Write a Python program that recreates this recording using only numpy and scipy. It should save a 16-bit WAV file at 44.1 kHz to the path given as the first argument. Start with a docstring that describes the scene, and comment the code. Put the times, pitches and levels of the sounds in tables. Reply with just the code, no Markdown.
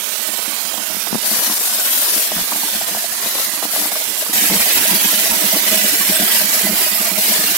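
"""A colour sorter, heard at its chute, then at its outlet. Beans hiss and clatter down the steel;
air ejectors rumble inside, pop and ring the cabinet. Near 1 s fingers knock on the phone and the
left side comes up; it keeps fading in and out, noise-suppressed. From 3 s beans knock on the panels.
At 4.3 s the scene changes to the outlet: the hiss is louder, the sheet steel sings under the beans
and bursts of air thump the cabinet."""
import sys
import numpy as np
from scipy import signal
from scipy.fft import rfft, irfft
from scipy.io import wavfile
from scipy.ndimage import uniform_filter1d

SR = 44100
rng = np.random.default_rng(int(sys.argv[2]) if len(sys.argv) > 2 else 0)


def to_wav(sig):
    """Store sig (one row per channel, or 1-D mono) as 16-bit WAV at the path in sys.argv[1].

    Samples outside -1..1 are clipped; the rate is SR.
    """
    pcm = np.clip(np.atleast_2d(sig), -1, 1) * 32767
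    pcm = np.round(pcm).astype(np.int16)
    wavfile.write(sys.argv[1], SR, pcm.T)  # frames by channels


N = 333837
T = np.arange(N) / SR
F = np.maximum(np.arange(N // 2 + 1) * SR / N, 1)
OUTLET_START_S, TOP_HZ = 4.332, 15780

# bean stream at each place: (time [s], level [dB], brightness [dB])
CHUTE_FLOW = [(0, -17.7, -1.2), (0.26, -16.7, -0.4), (1.17, -18.3, -0.7), (1.32, -16.1, 0.9),
              (1.5, -16.6, 0), (1.59, -17.8, -0.3), (1.9, -15.8, 1.8), (2.21, -15.5, 1.2), (2.29, -17.8, 0),
              (2.36, -17, 0), (2.6, -16.9, 0.5), (3.13, -18.6, 0.2), (3.27, -16.7, -0.2), (3.33, -17.7, 0),
              (3.39, -16.1, 0), (3.52, -17.4, 0), (3.67, -18.3, 0.4), (3.77, -16.3, 0.4),
              (3.92, -17.6, 0.3), (4.17, -16.6, 0.5), (4.24, -18.6, 0.4), (4.32, -18, 0.5)]
OUTLET_FLOW = [(4.36, -11.8, 0.3), (4.45, -11.5, 0.6), (4.51, -13.3, -1.2), (4.58, -11.7, -0.5),
               (4.85, -11.3, 0), (5.0, -12.1, 0), (5.06, -10.9, 0.2), (5.38, -12.6, 0), (5.45, -11.6, -0.2),
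               (5.63, -13.4, -0.5), (5.69, -11.4, -0.7), (6.0, -12.4, -0.2), (6.25, -12, 0),
               (6.34, -10.4, -0.2), (6.47, -13, 0), (6.55, -11.8, 0.3), (6.72, -13.7, -0.3),
               (6.82, -11.6, -0.3), (6.89, -13.7, 0), (7.08, -13.7, 0), (7.15, -15, -0.1),
               (7.19, -13.6, -0.1), (7.26, -12.8, -0.1), (7.56, -13.5, -0.8)]
# stream spectrum at each place: (frequency [Hz], gain [dB])
CHUTE_SPECTRUM = [(40, -46), (125, -38), (200, -7.5), (450, -3), (800, -0.5), (1350, -1), (1650, 1),
                  (2300, -0.5), (3200, 1.5), (6200, 0), (9500, 1.3), (11000, 1.4), (13500, 2.5),
                  (15700, -2)]
OUTLET_SPECTRUM = [(40, -43), (125, -26), (200, -13.5), (450, -9), (800, -9), (1250, -10), (1750, -4),
                   (3000, -4), (5300, -6), (6000, -6), (8400, -4.5), (9900, -6), (10600, -3), (13800, -2.5),
                   (15700, -4)]
# modes of the hollow cabinet and the sheet steel: (frequency [Hz], width [Hz], gain [dB])
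CABINET_MODES = [(184, 13, -4.5), (213.6, 20.6, 7.5), (298.2, 19.7, 1.5), (371, 19, -5.5), (470, 74, -16.5),
                 (626, 23, 1.5), (684, 18.4, -0.5), (952, 14, -5)]
STEEL_MODES = [(935, 35, -5), (1005, 25, -6), (1651, 22, -2), (1928, 28, -3), (2001, 13, 3), (2312, 35, -5),
               (2856, 30, -5), (2996, 40, -3), (3324, 35, -8), (3903, 45, -8), (5367, 50, -8),
               (5641, 30, -2), (8482, 60, -9), (12617, 130, -9), (13795, 110, -9)]
# uneven work of the inner ejectors, one long lull: (time [s], relative level [dB])
INNER_WORK = [(0, -57), (1.2, -52), (1.55, -62), (1.67, -69), (2.18, -74), (2.3, -57), (2.5, -54),
              (2.92, -49), (3.15, -52.5), (3.82, -58), (4.1, -57), (4.3, -48.5), (7.5, -53.5)]
# ejector shots at the chute: (time [s], relative level [dB], pitch [Hz], thump drive offset [dB])
EJECTOR_POPS = [(0.195, -22, 850, -5), (0.289, -21, 1070, -1), (0.389, -20, 675, -18),
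                (0.478, -31, 700, 12.5), (0.532, -24, 920, 1), (0.741, -17, 860, -8), (0.779, -18, 940, -3),
                (0.902, -15.5, 800, -8), (1.07, -15, 850, -8), (1.314, -28, 690, 4),
                (1.392, -25.5, 735, 1.5), (1.476, -22, 850, -3), (1.498, -18, 1050, -1.5),
                (2.163, -21.5, 740, -5), (2.318, -18, 660, -9), (2.52, -13.5, 910, -12),
                (2.558, -28, 725, 5), (2.634, -22, 845, -1), (2.685, -30, 960, -17),
                (2.813, -17.5, 726, -25), (2.886, -29, 640, 5), (2.948, -21.5, 760, -12),
                (3.261, -23.5, 674, -3), (3.352, -22, 590, -8), (3.385, -20.5, 920, -25),
                (3.535, -28, 740, 0), (3.574, -30, 780, 2), (3.626, -17, 714, -26), (3.638, -22, 800, -22),
                (3.652, -20.5, 715, -3.5), (3.762, -18, 855, -10), (3.776, -31, 620, 7),
                (3.80, -26, 636, -3), (3.82, -26, 810, 2), (3.856, -20.5, 850, -2), (3.918, -20, 736, -12),
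                (3.954, -22, 1140, -20), (4.264, -23, 770, -20), (4.294, -26.5, 580, 3.5),
                (4.316, -34, 756, -12)]
# fingers on the phone: (time [s], relative level [dB])
FINGER_KNOCKS = [(.812, -23), (.947, -20), (.968, -17), (1.109, -20), (1.1285, -5.5), (1.1465, -5.5),
                 (1.1545, -3.5), (1.182, -20)]
# left fade, before scaling per band: (time [s], level [dB])
LEFT_FADE = [(1.11, -40), (1.15, -12), (1.212, -22), (1.242, -1.2), (2.24, -1.1), (2.33, -3), (3.05, -3.9),
             (3.2, -4.6), (3.28, -2.2), (3.33, -3.6), (3.4, -2), (3.64, -3.4), (3.77, -1.4), (3.96, -3.6),
             (4.12, -8.5), (4.21, -1.8), (4.32, -4.4), (4.35, -3.6), (5.2, -4.5), (6.35, -3.8), (7.0, -4.8),
             (7.26, -2.8), (7.55, -3.4)]
# brief dips in that fade: (time of bottom [s], depth [dB])
LEFT_DIPS = [(2.488, 3.5), (2.853, 4.5), (3.095, 6.5), (3.517, 9), (3.607, 7.5), (3.697, 7), (3.905, 4),
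             (4.163, 6.5), (4.257, 3.5), (5.01, 2.5), (5.555, 2.5), (5.645, 3), (6.482, 2.5), (6.657, 4),
             (6.729, 4.5), (7.152, 8)]
# woody knocks of beans on panels: (time [s], relative level [dB], pitch [Hz], decay [s])
PANEL_KNOCKS = [(2.969, -16.5, 710, 0.0043), (3.042, -18, 696, 0.0039), (3.735, -21, 640, .005),
                (3.962, -18.5, 640, .006), (4.011, -19.5, 665, .005), (4.224, -15.5, 620, 0.0043),
                (4.497, -24, 884, .009), (4.551, -25, 940, .009), (4.596, -23, 626, 0.021),
                (4.654, -25, 987, .014), (4.787, -26, 940, .014), (4.831, -29, 1390, .014),
                (4.852, -17, 640, 0.012), (4.891, -20, 980, 0.017), (4.967, -29, 640, 0.0066),
                (5.045, -25, 955, 0.016), (5.078, -22.5, 1030, 0.018), (5.112, -24, 1350, .014),
                (5.125, -24, 630, 0.021), (5.258, -23, 676, 0.038), (5.31, -22.5, 931, 0.027),
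                (5.526, -15, 657, 0.0098), (5.564, -19, 628, 0.0088), (5.677, -35, 1000, .014),
                (5.72, -18.5, 620, 0.011), (5.742, -19.5, 633, .02), (5.84, -19.5, 620, 0.01),
                (6.008, -22.5, 1120, 0.014), (6.056, -26, 640, 0.0094), (6.119, -17.5, 632, 0.017),
                (6.155, -19, 636, 0.013), (6.191, -16, 630, .007), (6.218, -18.5, 707, 0.014),
                (6.272, -20.5, 700, 0.016), (6.277, -21, 1320, .01), (6.347, -31, 690, 0.0053),
                (6.664, -25, 960, .006), (6.666, -18.5, 660, .012), (6.692, -19, 642, 0.015),
                (6.864, -19.5, 630, 0.011), (7.085, -30, 980, .014), (7.175, -19, 634, 0.011),
                (7.317, -17, 644, 0.0095), (7.325, -30, 990, .014), (7.404, -28, 646, .006)]
# cabinet thumps at the outlet: (time of peak [s], relative level [dB], pitch [Hz])
CABINET_THUMPS = [(4.452, -26, 244.7), (4.512, -19, 191), (4.536, -20, 207.5), (4.562, -24, 192),
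                  (4.923, -17.5, 189), (4.955, -25, 213), (5.06, -23, 206), (5.454, -30, 197),
                  (5.545, -22, 203), (5.568, -25, 290), (5.63, -25, 211), (5.726, -21, 210),
                  (5.771, -25.5, 205), (5.857, -19.5, 209), (5.929, -20.5, 294), (5.998, -22.5, 210),
                  (6.099, -18, 204), (6.211, -18.5, 203.5), (6.234, -25, 233), (6.451, -24.5, 210),
                  (6.648, -17.5, 202), (6.684, -29, 202), (6.705, -21.5, 206), (6.735, -18.5, 194),
                  (7.009, -26, 208.5), (7.126, -22, 202), (7.186, -28, 206), (7.304, -25, 212),
                  (7.392, -23, 203.4), (7.514, -24, 216)]


def undb(db):
    """Decibels to gain."""
    return 10 ** (np.asarray(db) / 20)


def unit(x):
    """Scale to rms 1."""
    return x / np.sqrt(np.mean(x ** 2))


def curves(table):
    """Table columns, interpolated over time."""
    times_s, *columns = np.transpose(table)
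    return [np.interp(T, times_s, column) for column in columns]


def shape(x, response):
    """Filter by a frequency response."""
    return irfft(rfft(x) * response, N)


def resonance(hz, width_hz):
    """Response of one damped mode, gain 1 at its centre."""
    return 1 / (1 + 1j * (F ** 2 - hz ** 2) / (F * width_hz))


def ringing(modes):
    """Summed response of a mode table."""
    return sum(undb(db) * resonance(hz, width_hz) for hz, width_hz, db in modes)


def colour(points):
    """Response through (frequency [Hz], gain [dB]) points."""
    hz, db = np.transpose(points)
    return undb(np.interp(np.log(F), np.log(hz), db))


def wander(rate_hz):
    """Smooth random drift, spread near 1."""
    hold = int(SR / rate_hz)
    steps = np.repeat(rng.standard_normal(1024), hold)[:N]
    return 1.17 * uniform_filter1d(uniform_filter1d(steps, hold), hold)


def impacts(rate_hz, spread_db):
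    """Random stereo impulses, sizes exponentially distributed in dB."""
    hit = rng.random((2, N)) < rate_hz / SR
    size = undb(spread_db * np.minimum(rng.exponential(size=(2, N)), 4))
    return unit(hit * size * rng.choice([-1, 1], (2, N)))


def mic_ports(x, alike_hz=800):
    """Long waves reach both ports alike, short ones unrelated."""
    shared = .7 / np.sqrt(1 + (F / alike_hz) ** 6)
    left = shape(x[1], shared) + shape(x[0], np.sqrt(1 - shared ** 2))
    return np.array([left, x[1]])


def steel_pings(low_hz=1100, high_hz=14000, ring_s=.011, spread_db=2, count=4000):
    """Square hits ring the steel briefly, each spot at its own pitch."""
    span = SR // 18
    sound, t = np.zeros((2, N + span)), T[:span]
    for when, pitch, size, side, ring in rng.random((count, 5)):
        hz = low_hz + (high_hz - low_hz) * pitch
        tone = np.sin(2 * np.pi * hz * t) * np.exp(-t / (ring_s * (.5 + ring)))
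        gain = undb(-spread_db * np.log(size + .035))
        pan = [np.cos(2 * np.pi * side), np.sin(2 * np.pi * side)]
        start = int(when * N)
        sound[:, start:start + span] += gain * np.outer(pan, tone)
    return unit(sound[:, :N])


def steel_walls(x, wet_db, decay_s=.013, hop_s=.16):
    """Dense close reflections that change as the beans scatter and the phone moves."""
    hop, t = int(hop_s * SR), T[:SR // 10]
    padded = np.pad(x, ((0, 0), (hop, 3 * hop)))
    wet, window = np.zeros_like(padded), np.sqrt(np.hanning(2 * hop))
    for start in range(0, N + hop, hop):
        echoes = rng.standard_normal((2, len(t))) * np.exp(-t / decay_s)
        echoes /= np.sqrt(np.sum(echoes ** 2, axis=1, keepdims=True))
        spray = signal.fftconvolve(padded[:, start:start + 2 * hop] * window, echoes, axes=1)
        wet[:, start:start + spray.shape[1]] += spray
    return x + undb(wet_db) * shape(wet[:, hop:hop + N], F / (F + 1200))


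def clump_flutter_db(depth_db=1.2, rate_hz=132):
    """Beans come in clumps: quick flutter, no slow surges."""
    drift = wander(rate_hz)
    return depth_db * (drift - uniform_filter1d(drift, size=SR // 14))


def bean_stream(flow, spectrum, ticks, pings, tick_db, ping_db, wall_db, cabinet_db, steel_db):
    """Beans tick and ping over the hiss of their sliding; cabinet and steel colour it."""
    level_db, bright_db = curves(flow)
    hiss = rng.standard_normal((2, N))
    beans = mic_ports(hiss + undb(tick_db) * ticks + undb(ping_db) * pings)
    cabinet = 1 + undb(cabinet_db) * ringing(CABINET_MODES)
    steel = np.hypot(1, undb(steel_db) * np.abs(ringing(STEEL_MODES)))
    response = colour(spectrum) * cabinet * steel * (F < TOP_HZ)
    sound = unit(shape(steel_walls(beans, wall_db), response))
    treble = shape(sound, 1 / (1 + (7500 / F) ** 4))
    rattle = (sound - treble) * undb(-.5 * bright_db + clump_flutter_db())
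    sizzle = treble * undb(.5 * bright_db + clump_flutter_db())
    return (rattle + sizzle) * undb(level_db)


def bean_clack(hz, ring_s, swell_s=.001, overtone_db=-12):
    """One bean on a panel: a short swelling note and a faster-dying overtone."""
    t = T[:SR // 10]
    note = np.sin(2 * np.pi * hz * t) * np.exp(-t / ring_s) * (1 - np.exp(-t / swell_s)) ** 2
    overtone = np.sin(2 * np.pi * 1.3 * hz * t) * np.exp(-2 * t / ring_s)
    return note / note.max() + undb(overtone_db) * overtone


def bean_clatter(start_s, end_s, low_hz, high_hz, ring_s, base_db, count, spread_db=3):
    """Small knocks at random pitches and places, with the bass cut away."""
    sound = np.zeros((2, N + SR))
    for when, pitch, size, side, ring in rng.random((count, 5)):
        note = bean_clack(low_hz * (high_hz / low_hz) ** pitch, ring_s * (.5 + ring))
        start = int((start_s + when * (end_s - start_s)) * SR)
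        gain = undb(base_db - spread_db * np.log(size + .08))
        sound[:, start:start + len(note)] += gain * np.outer([np.cos(np.pi * side), 1], note)
    return shape(sound[:, :N], 1 / (1 + (300 / F) ** 4))


def inner_activity(waver_db=5.5, waver_hz=14, flurry_s=.039):
    """Gain of the inner shots: uneven work, plus a flurry that grows with each thump's level."""
    work_db, = curves(INNER_WORK)
    power = undb(work_db + waver_db * wander(waver_hz)) ** 2
    for time_s, thump_db, _ in CABINET_THUMPS:
        flurry_db = 1.63 * thump_db - 15
        power += undb(flurry_db) ** 2 * np.exp(-((T - time_s) / flurry_s) ** 2)
    return np.sqrt(power)


def inner_ejectors(rumble_db=-3.5, patter_db=9, pop_db=10):
    """Faint shots deep in the machine: rumble, cabinet patter, small hollow pops."""
    shots = mic_ports(impacts(rate_hz=130, spread_db=-4.5), alike_hz=980)
    cabinet = ringing(CABINET_MODES)
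    rumble = unit(shape(shots, colour([(15, 11.5), (35, 10), (120, 12.5), (200, -14), (600, -60)])))
    patter = unit(shape(shots, cabinet * resonance(235, 800)))
    pops = unit(shape(shots, (.8 + cabinet) * resonance(450, 560) * resonance(1800, 950)))
    return (undb(rumble_db) * rumble + undb(patter_db) * patter + undb(pop_db) * pops) * inner_activity()


def air_puff(hz, swell_s=.0011, gasp_db=-2.5, gasp_s=.0044):
    """One air shot: a few cycles of hollow tone and a gasp, each of random length."""
    t = T[:SR // 20]
    tone_stretch, gasp_stretch = np.exp(.3 * rng.uniform(-1, 1, 2))
    age = t / (swell_s * tone_stretch)
    tone = np.sin(2 * np.pi * hz * t) * age * np.exp(1 - age)
    band = signal.butter(3, [hz / 2, hz * 1.8], "band", fs=SR, output="sos")
    gasp = unit(signal.sosfilt(band, rng.standard_normal(len(t))))
    return tone + undb(gasp_db) * gasp * np.exp(-t / (gasp_s * gasp_stretch))


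def ejector_pops(pop_gain_db=-1, thump_gain_db=44, ring_db=-1):
    """Single air shots: a pop that rings the cabinet, and a soft thump."""
    puffs, kicks = np.zeros((2, N))
    for time_s, db, hz, thump_offset_db in EJECTOR_POPS:
        puff, start = air_puff(hz), int(time_s * SR)
        puffs[start:start + len(puff)] += undb(db) * puff
        kicks[start] += undb(db + thump_offset_db)
    cabinet = ringing(CABINET_MODES)
    pops = shape(puffs, 1 + undb(ring_db) * cabinet)
    thumps = shape(kicks, cabinet * resonance(289, 80))
    return undb(pop_gain_db) * pops + undb(thump_gain_db) * thumps


def finger_knocks(case_hz=205, case_s=.008, tick_hz=850, tick_s=.00049, gain_db=-1, right_db=-14):
    """Fingers tick and sway the phone's case near the left port."""
    force = np.zeros(N)
    for time_s, db in FINGER_KNOCKS:
        force[int(time_s * SR)] += undb(db + gain_db)
    t = T[:SR // 16]
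    case = np.sin(2 * np.pi * case_hz * t) * np.exp(-t / case_s)
    tick = -2 * np.sin(2 * np.pi * tick_hz * t) * np.exp(-t / tick_s)
    knocks = signal.fftconvolve(force, case + tick)[:N]
    soft_fingertip = 1 / (1 + 1j * F / 1800)
    small_case = 1 / (1 + (140 / F) ** 3)
    return shape(knocks, soft_fingertip * small_case) * undb([[0], [right_db]])


def left_fade_db(sag_db_per_s=131, recover_db_per_s=322):
    """Fade control: a slow course with dips that sag and snap back."""
    fade_db, = curves(LEFT_FADE)
    for time_s, depth_db in LEFT_DIPS:
        above_bottom_db = np.maximum(sag_db_per_s * (time_s - T), recover_db_per_s * (T - time_s))
        fade_db -= np.maximum(depth_db - above_bottom_db, 0)
    return fade_db


def fade_left(x, waver_db=.3, waver_hz=22.02):
    """The left side fades in and out, treble most, bass least, under a fixed colouring."""
    fade_db = left_fade_db() + waver_db * wander(waver_hz)
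    bass = shape(x, 1 / (1 + (F / 600) ** 4))
    treble = shape(x, 1 / (1 + (7500 / F) ** 4))
    faded = (bass * undb(.43 * fade_db + 3.2)
             + (x - bass - treble) * undb(.8 * fade_db + .5)
             + treble * undb(2.16 * fade_db + 4.5))
    tint = colour([(1000, .34), (3000, -1.5), (5200, 2.7), (7000, -1), (11500, 1.7), (15500, -1.1)])
    return shape(faded, tint)


def panel_knocks(gain_db=-2, left_db=-1):
    """Single beans knock on the panels, clear of the clatter."""
    sound = np.zeros(N)
    for time_s, db, hz, ring_s in PANEL_KNOCKS:
        note, start = bean_clack(hz, ring_s), int(time_s * SR)
        sound[start:start + len(note)] += undb(db + gain_db) * note
    return sound * undb([[left_db], [0]])


def cabinet_thumps(gain_db=-2, swell_s=.0096, fade_s=.011, sag=.092, air_db=-8, ring_db=-14, right_db=-1):
    """Air bursts heave a panel: a few cycles of a rough low note, sagging in pitch."""
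    sound = np.zeros(N + SR)
    t = T[:SR // 8] - .04  # 0 at the peak
    air = undb(air_db) * unit(shape(rng.standard_normal(N), resonance(290, 360) ** 2))
    for time_s, db, hz in CABINET_THUMPS:
        stretch = np.exp(.3 * rng.uniform(-1, 1))
        envelope = np.exp(-.5 * (t / np.where(t < 0, swell_s, fade_s * stretch)) ** 2)
        pitch_hz = hz * (1 - sag * np.tanh(t / (2 * fade_s)))
        note = np.sin(2 * np.pi * np.cumsum(pitch_hz) / SR)
        start = int((time_s + t[0]) * SR)
        sound[start:start + len(t)] += undb(db + gain_db) * envelope * (note + air[start - len(t):start])
    cabinet = 1 + undb(ring_db) * ringing(CABINET_MODES) * F / (F + 200)
    return shape(sound[:N], cabinet) * undb([[0], [right_db]])


def scene(crossfade_s=.005):
    """The chute, then the outlet."""
    ticks, pings = impacts(rate_hz=3500, spread_db=2), steel_pings()
    chute = bean_stream(CHUTE_FLOW, CHUTE_SPECTRUM, ticks, pings,
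                        tick_db=0, ping_db=-13.5, wall_db=1, cabinet_db=-2.5, steel_db=-6)
    chute += bean_clatter(0, OUTLET_START_S, low_hz=517, high_hz=1567,
                          ring_s=.0044, base_db=-34.5, count=280)
    outlet = bean_stream(OUTLET_FLOW, OUTLET_SPECTRUM, ticks, pings,
                         tick_db=-5.5, ping_db=-8.5, wall_db=2.5, cabinet_db=6.5, steel_db=3)
    outlet += bean_clatter(OUTLET_START_S, T[-1], low_hz=620, high_hz=1394,
                           ring_s=.014, base_db=-34, count=130)
    outlet_share = np.clip((T - OUTLET_START_S) / crossfade_s + .5, 0, 1)
    beans = chute * np.sqrt(1 - outlet_share) + outlet * np.sqrt(outlet_share)
    left, right = beans + ejector_pops() + inner_ejectors()
    return np.array([fade_left(left), right]) + cabinet_thumps() + panel_knocks() + finger_knocks()


def suppress_noise(x, strength, depth=2.4, reach_hz=7000, threshold=1.3, bass_extra=.9, bass_hz=500):
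    """Bands not above their usual level are pushed down, low ones most."""
    hz, times_s, cells = signal.stft(x, SR, nperseg=1024, noverlap=768)
    power = uniform_filter1d(np.abs(cells) ** 2, size=4, axis=0)
    power = np.abs(uniform_filter1d(power, size=4, axis=1)) + 1e-14
    usual = np.exp(uniform_filter1d(np.log(power), size=60, axis=1))
    needed = threshold * (1 + bass_extra / (1 + (hz[:, None] / bass_hz) ** 2)) * usual
    exponent = depth * np.interp(times_s, T, strength) / (1 + hz[:, None] / reach_hz)
    gain = np.clip(power / needed, .1, 1) ** exponent
    return signal.istft(cells * gain, SR, nperseg=1024, noverlap=768)[1][:N]


def record(dry, open_db=2, range_db=6, ceiling=.88):
    """The phone suppresses left noise, harder as that side fades, rounds peaks and cuts the top."""
    strength = np.clip((open_db - left_fade_db()) / range_db, .15, 1)
    sound = np.array([suppress_noise(dry[0], strength), dry[1]])
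    rounded = sound / (1 + (sound / ceiling) ** 6) ** (1 / 6)
    return signal.sosfilt(signal.ellip(10, .1, 70, TOP_HZ, fs=SR, output="sos"), rounded)


dry = scene()
out = record(dry)
to_wav(out)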